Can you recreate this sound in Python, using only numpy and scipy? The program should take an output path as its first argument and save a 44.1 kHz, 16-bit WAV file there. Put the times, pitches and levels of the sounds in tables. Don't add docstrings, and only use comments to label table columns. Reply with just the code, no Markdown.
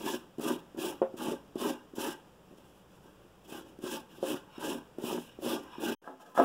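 import sys
import numpy as np
from scipy import signal
from scipy.fft import rfft, irfft, next_fast_len
from scipy.io import wavfile
from scipy.ndimage import uniform_filter1d

SR = 44100
rng = np.random.default_rng(int(sys.argv[2]) if len(sys.argv) > 2 else 0)


def gain_from_decibels(decibels):
    exponent = np.asarray(decibels, float) / 20
    return 10 ** exponent


def to_wav(sig):
    pcm = np.clip(np.atleast_2d(sig), -1, 1) * 32767
    pcm = np.round(pcm).astype(np.int16)
    wavfile.write(sys.argv[1], SR, pcm.T)


N = 284332
SIZE = next_fast_len(N + SR)
HZ = np.arange(SIZE // 2 + 1) * SR / SIZE
TIME = np.arange(N) / SR
TOP_HZ = 15750

# bite t/s, build-up/s, hold/s, fibre hiss level/dB, weight on the tray/dB
STROKES = [(0.044, 0.041, 0.059, -42.5, -2), (0.41, 0.082, 0.038, -43, 1), (0.775, 0.072, 0.053, -44.5, 1),
           (1.17, 0.087, 0.057, -46, 3), (1.585, 0.072, 0.048, -43, 2.5), (1.957, 0.11, 0.029, -42, -2),
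           (3.481, 0.051, 0.06, -53, -2.5), (3.825, .11, 0.028, -45.5, -2), (4.226, 0.077, 0.043, -45.5, 1),
           (4.598, 0.091, 0.059, -46.5, 3.5), (5.02, 0.049, 0.083, -47.5, 5),
           (5.425, 0.071, 0.062, -44, 4.5), (5.803, 0.084, 0.035, -45, 5.5)]
# t/s, build-up/s, hold/s, hiss level/dB, weight/dB
BRUSHES = [(-0.03, .03, 0.071, -52.5, 2.5), (0.385, 0.036, .02, -61, 5.5), (1.555, .03, .02, -60.5, 9),
           (3.808, 0.016, .01, -63, 5), (4.205, 0.011, .015, -61, 0), (4.985, 0.033, 0.022, -57.5, 3),
           (5.395, 0.033, .02, -62.5, 5), (2.575, 0.008, 0.015, -68, -4), (2.61, .05, 0.15, -72, -8),
           (2.9, 0.042, 0.041, -72.5, -3), (3.02, 0.02, 0.052, -70.5, -2.5), (3.2, 0.025, 0.035, -81, 4),
           (3.44, 0.014, 0.0088, -67, 2.5), (3.64, 0.025, 0.035, -68, 8), (4.1, 0.077, 0.013, -64, 1),
           (5.15, 0.071, 0.051, -58.5, -14), (5.625, 0.0087, .015, -63, 1)]
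# t/s, build-up/s, hold/s, ring level/dB, weight/dB
SWELLS = [
    (4.08, .04, 0.055, -64, -8),
    (4.48, 0.083, 0.063, -56.5, -0.5),
    (5.2, 0.055, .1, -60.5, -10),
    (5.64, 0.09, 0.13, -57, 2.5),
]
# level/dB, share of the weight (dB per dB), lead/s, release/(dB per s), build-up power
CUTTING = [
    (12.5, 1.07, 0.018, 305.5, 0.66),
    (1, 0.23, 0.0061, 206, 0.62),
    (-0.5, 0.32, 0.0022, 254.5, 0.58),
    (0, 0.024, 0.0052, 330, 0.5),
]
SWELLING = [
    (-9, 0.76, 0, 300, .9),
    (-0.5, 1, 0.044, 310, 0.72),
    (1, 0, 0.0042, 260, 0.65),
    (-14, 0, 0.0039, 300, .9),
]
FAR_CUTTING = [
    (15.5, 1.2, 0, 350, 0.52),
    (12.5, 0.98, 0.0093, 250, 0.56),
    (-1, .3, 0.0045, 300, 0.73),
    (-1, 0, 0.0063, 350, 0.65),
]
# f/Hz, level/dB, t60/s
TRAY = [(148.5, -16, 0.24), (168.7, -9.5, 0.35), (242.2, 1, 0.12), (282, -4.5, 0.17), (309, 4, 0.073),
        (362.8, 2.5, 0.087), (416.3, -0.5, 0.052), (482, -12.5, 0.038), (539, -10.5, 0.13),
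        (627, -16, 0.072), (670, -15.5, 0.053)]
WALLS = [(760, -8, 0.046), (830, -10.5, 0.14), (879, 0, 0.054), (982, -3, 0.051), (1063, -7, 0.069),
         (1188, -5.5, 0.042), (1332, -11, 0.037), (1424, -12, 0.064), (1581, -1.5, 0.043),
         (1709, -8.5, 0.07), (1910, -4.5, 0.022)]
TEETH = [(2320, 5, 0.011), (2500, 7.5, 0.012), (2775, 0, 0.039), (2924, 2.5, 0.024), (3290, -1.5, 0.03),
         (3289, -2, 0.071), (3744, -1.5, 0.017), (3850, -6, 0.032), (4230, -7.5, 0.018),
         (4700, -13.5, 0.0086), (5260, -11, 0.046), (5480, -5.5, 0.022)]
# f/Hz, level/dB per Hz
FIBRE = [(1000, -15), (2500, 0.5), (4300, -0.5), (5600, -1.5), (6600, 0), (7500, -0.5), (9000, -2.5),
         (11200, -0.5), (12200, -5.5), (14000, -3), (15700, -3)]

# t/s, peak level/dB, contact/ms, tick level/dB
LANDINGS = [(0.381, -21.5, 2.2, -32.5), (0.393, -19, 2.3, -29), (0.744, -31.5, 1.8, -31),
            (1.138, -27, 1.7, -38), (1.554, -19, 1.8, -33.5), (1.933, -30, 2.2, -47),
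            (2.508, -35, 2.6, -34), (2.523, -42, 1.4, -40), (2.533, -43, 2, -40), (2.581, -44, 1.5, -20),
            (3.055, -43, 1.1, -35), (3.199, -53, 2.1, -33), (3.247, -45, 1.6, -34),
            (3.786, -33.5, 1.9, -24), (4.181, -32.5, 2.2, -41), (4.578, -24, 2.6, -31),
            (4.982, -23.5, 1.37, -29), (5.386, -31, 1.1, -45), (5.78, -23.5, 2.5, -36)]
# t/s, peak level/dB, contact/ms
SNAGS = [(0.05, -35.5, 1.3), (0.059, -16.5, 2.6), (0.14, -21.5, 1.8), (0.459, -16.5, 3.4),
         (0.786, -25.5, 1.8), (1.195, -33, 2.5), (1.281, -14.5, 2.5), (1.317, -22.5, 1.53),
         (1.979, -19, 2.3), (3.52, -25.5, 2.5), (3.836, -20.5, 2.4), (4.34, -20.5, 2), (5.037, -16, 2.25),
         (5.125, -21, 1.04), (5.444, -26, 1.2), (5.53, -23, 1.4), (5.46, -17.5, 1.5), (5.634, -36, 1.9),
         (5.861, -20, 3.4)]
# f/Hz, level/dB, t60/s
THUD = [(349.5, 1.8, 0.09)]
# t/s, peak level/dB, contact/ms, tick level/dB
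SLAMS = [
    (1.015, -12.5, 0.9, -49),
    (4.226, -18.5, 1, -48),
]
# f/Hz, level/dB, t60/s
KNOCKED = [(150, -55, 0.2), (227, -6, 0.24), (369.6, 7.5, 0.091), (443, 5, 0.076), (533, 6, 0.16),
           (692, -2.5, 0.071), (796, -44, .1), (920, -9, .1), (954, -11, 0.087), (1087, -13, 0.19),
           (1404, -6, .12), (1420, -24, .1), (2590, -18.5, .12), (3340, -5.5, 0.033)]
# f/Hz, level/dB per Hz
RATTLE = [(150, -45), (300, -6), (600, 6.5), (1200, -10.5), (1800, -15), (3000, -26), (5000, -46)]

# t/s, build-up/s, hold/s, hiss level/dB, weight/dB
SCRAPES = [
    (6.04, .02, 0.024, -67.5, -2.5),
    (6.076, 0.012, 0.035, -75, 12),
    (6.2, 0.0074, 0.019, -63, -7.5),
    (6.25, 0.03, 0.029, -67.5, -3),
    (6.351, .004, .02, -56.5, -1),
    (6.374, 0.0053, 0.032, -47, 8),
    (6.42, 0.019, .03, -49.5, 1),
]
# t/s, peak level/dB, contact/ms, tick level/dB
BLOWS = [
    (6.074, -30, 0.51, -41),
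    (6.201, -45, 0.6, -34),
    (6.35, -33, 0.72, -40),
    (6.375, -15.5, 0.41, -37),
    (6.398, -10, 0.73, -38),
    (6.436, -27, 0.45, -36),
]
# f/Hz, level/dB, t60/s
FAR_TRAY = [(262.3, -3, 0.21), (298, -6, 0.08), (384, -9, 0.19), (455, -13, 0.14), (535, -6, 0.065),
            (600, -13, 0.093), (686, -2, 0.058)]
FAR_WALLS = [(790, -7, 0.041), (858, -8, 0.14), (900, -8.5, 0.091), (1013, -4, 0.1), (1110, 2, 0.018),
             (1294, 0.5, 0.049), (1355, -5.5, 0.03), (1628, 4.5, 0.035), (2040, -9, 0.017)]

# f/Hz, level/dB per Hz
ROOM_AIR = [(12, -34), (20, -1), (100, -1), (180, 4.5), (240, -3), (510, -4.5), (680, -12.5), (1580, -18.5),
            (2420, -19.5), (4260, -28.5), (7400, -29), (9000, -32), (13000, -33), (15700, -32.5)]
# f/Hz, rms level/dB
HUM = [(59, -73.5), (119, -76.5), (190, -70)]


def near_grater():
    hand = [(STROKES, CUTTING), (BRUSHES, CUTTING), (SWELLS, SWELLING)]
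    snag_tick_db = -35
    taps = LANDINGS + [row + (snag_tick_db,) for row in SNAGS]
    out = grating(hand, TRAY, WALLS, tray_db=0.0, wall_db=-0.76, jerk_db=2.5)
    out += knocks(taps, TRAY + THUD, rattle_db=-26.0)
    out += knocks(SLAMS, KNOCKED, rattle_db=-19.0)
    return out


def grating(spans, tray, walls, tray_db, wall_db, jerk_db):
    shake, box, ring, hiss = pressure(spans)
    catches = grains(400, scatter_db=jerk_db) * gain_from_decibels(1.6 * walk(45))
    slips = grains(1400, scatter_db=jerk_db) * gain_from_decibels(2.9 * walk(70))
    tearing = grains(9000, scatter_db=1.3) * gain_from_decibels(3.1 * walk(110) + 0.86 * walk(45))
    out = wandering(catches * shake * gain_from_decibels(tray_db), tray, shift_db=2.0)
    out += wandering((slips + 0.69 * catches) * box * gain_from_decibels(wall_db), walls, shift_db=5.5)
    out += wandering((tearing + 0.38 * slips) * ring * gain_from_decibels(-3.0), TEETH, shift_db=2.5)
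    return out + fibre_hiss((tearing + 0.18 * slips) * hiss)


def fibre_hiss(force):
    fibre = colour(FIBRE) * table_top()
    fibre = fibre / rms(fibre[HZ < TOP_HZ])
    out = 0
    for k in range(8):
        stretch = np.clip(1 - np.abs(HZ / 2200 - k), 0, 1)
        out = out + through(force * gain_from_decibels(0.93 + 2.6 * walk(35)), stretch * fibre)
    return out


def pressure(spans):
    sag_db = 4
    power = np.zeros((4, N))
    for touches, layers in spans:
        for s, build_s, hold_s, db, weight_db in touches:
            at = slice(max(int((s - .1) * SR), 0), int((s + .8) * SR))
            since = TIME[at] - s
            sag = sag_db * np.clip((since - build_s) / hold_s, 0, 1)
            let_go_s = np.maximum(since - build_s - hold_s, 0)
            for k, (layer_db, share, lead_s, release, build_power) in enumerate(layers):
                rise = np.clip((since + lead_s) / (build_s + lead_s), 0, 1) ** build_power
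                level_db = db + layer_db + share * weight_db - sag - release * let_go_s
                power[k, at] += (rise * gain_from_decibels(level_db)) ** 2
    return np.sqrt(power)


def grains(rate, scatter_db):
    when, size, sign = rng.random(N), rng.exponential(size=N), rng.standard_normal(N)
    clicks = (when < rate / SR) * np.sign(sign) * gain_from_decibels(scatter_db * size)
    return clicks / rms(clicks)


def walk(rate):
    k = int(SR / rate)
    held = np.repeat(rng.standard_normal(N // 8), k)[:N]
    return 0.82 * uniform_filter1d(uniform_filter1d(held, k), k)


def wandering(force, table, shift_db):
    out = 0
    for k, (hz, db, t60) in enumerate(table):
        r, w = np.exp(-np.log(1000) / (t60 * SR)), 2 * np.pi * hz / SR
        share = (-1) ** k * gain_from_decibels(db + shift_db * walk(22))
        out = out + signal.lfilter([0, r * np.sin(w)], [1, -2 * r * np.cos(w), r * r], force * share)
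    return through(out, table_top()) / rms(modes(table) * table_top())


def modes(table, sense=-1):
    z, total = np.exp(-2j * np.pi * HZ / SR), 0
    for k, (hz, db, t60) in enumerate(table):
        r, w = np.exp(-np.log(1000) / (t60 * SR)), 2 * np.pi * hz / SR
        resonator = r * np.sin(w) * z / (1 - 2 * r * np.cos(w) * z + (r * z) ** 2)
        total = total + sense ** k * gain_from_decibels(db) * resonator
    return total


def knocks(events, body, rattle_db):
    delay_s = 0.00201
    push, tick, shaken = np.zeros((3, N + SR))
    lag = np.arange(SR // 8) / SR
    for (s, db, contact_ms, tick_db), noise in zip(events, rng.standard_normal((len(events), len(lag)))):
        start = int((s + delay_s) * SR)
        at = slice(start, start + len(lag))
        shape = np.sin(np.pi * np.minimum(lag * 1000 / contact_ms, 1))
        push[at] += gain_from_decibels(db) * shape / shape.sum()
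        tick[at] += gain_from_decibels(db + tick_db) * noise * np.exp(-lag / 0.0038)
        shaken[at] += gain_from_decibels(db + rattle_db) * noise * np.exp(-lag / 0.027) * (lag > .003)
    response = modes(body, sense=0.96) * table_top()
    peak = np.abs(irfft(response, SIZE)[:SR // 20]).max()
    ring = through(push[:N], response) / peak * 1.97
    bright = through(tick[:N], colour(FIBRE) * table_top())
    loose = colour(RATTLE) * table_top()
    return ring + bright + through(shaken[:N], loose / rms(loose))


def far_grater():
    out = grating([(SCRAPES, FAR_CUTTING)], FAR_TRAY, FAR_WALLS, tray_db=2.0, wall_db=-3.5, jerk_db=2.5)
    return out + knocks(BLOWS, FAR_TRAY + FAR_WALLS, rattle_db=-18.5)


def table_top():
    spacing_hz, echo, dull_hz = 2133, 0.55, 5260
    return 1 - echo * np.exp(-2j * np.pi * HZ / spacing_hz) / (1 + (HZ / dull_hz) ** 4)


def small_room():
    t60_s, wet_db, radiate_hz = 0.73, -20, 174.5
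    lag = np.arange(SR // 2) / SR
    tail = rng.standard_normal(len(lag)) * np.exp(-np.log(1000) * lag / t60_s) * (lag > .006)
    dull = 1 / np.sqrt(1 + (HZ / 4000) ** 2)
    room = 1 + gain_from_decibels(wet_db) * dull * rfft(tail / np.sqrt(np.sum(tail ** 2)), SIZE)
    ratio = 1j * HZ / radiate_hz
    return room * (ratio / (1 + ratio)) ** 3


def room_tone():
    air = through(rng.standard_normal(N), colour(ROOM_AIR) * table_top()) * gain_from_decibels(.7 * walk(9))
    hum = 0
    for hz, db in HUM:
        hum = hum + gain_from_decibels(db + 2.7 * walk(15)) * np.sqrt(2) * np.sin(2 * np.pi * hz * TIME)
    return air / rms(air) * gain_from_decibels(-59.5) + hum


def colour(points):
    hz, db = np.transpose(points)
    return gain_from_decibels(np.interp(np.log(HZ + 1), np.log(hz), db))


def through(x, response):
    return irfft(rfft(x, SIZE) * response, SIZE)[:N]


def rms(x):
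    return np.sqrt(np.mean(np.abs(x) ** 2))


def scene():
    near, far = near_grater(), far_grater()
    room, tone = small_room(), room_tone()
    thin = through(tone, colour([(40, -22), (100, -13), (250, -2), (600, -2)]))
    cut_s, fade_s, resume_s, rise_s = 5.951, 0.01, 6.016, 0.0052
    before = np.clip((cut_s - TIME) / fade_s, 0, 1)
    after = np.clip((TIME - resume_s) / rise_s, 0, 1)
    mix = before * (through(near, room) + tone) + after * (through(far, room) + thin)
    return mix[None]


def band_limit(x):
    return signal.sosfilt(signal.butter(12, 15830, fs=SR, output="sos"), x)


def record(dry):
    cut = through(dry[0], 1. * (HZ < TOP_HZ))[None]
    return band_limit(cut - 1.2e-4)


dry = scene()
out = record(dry)
to_wav(out)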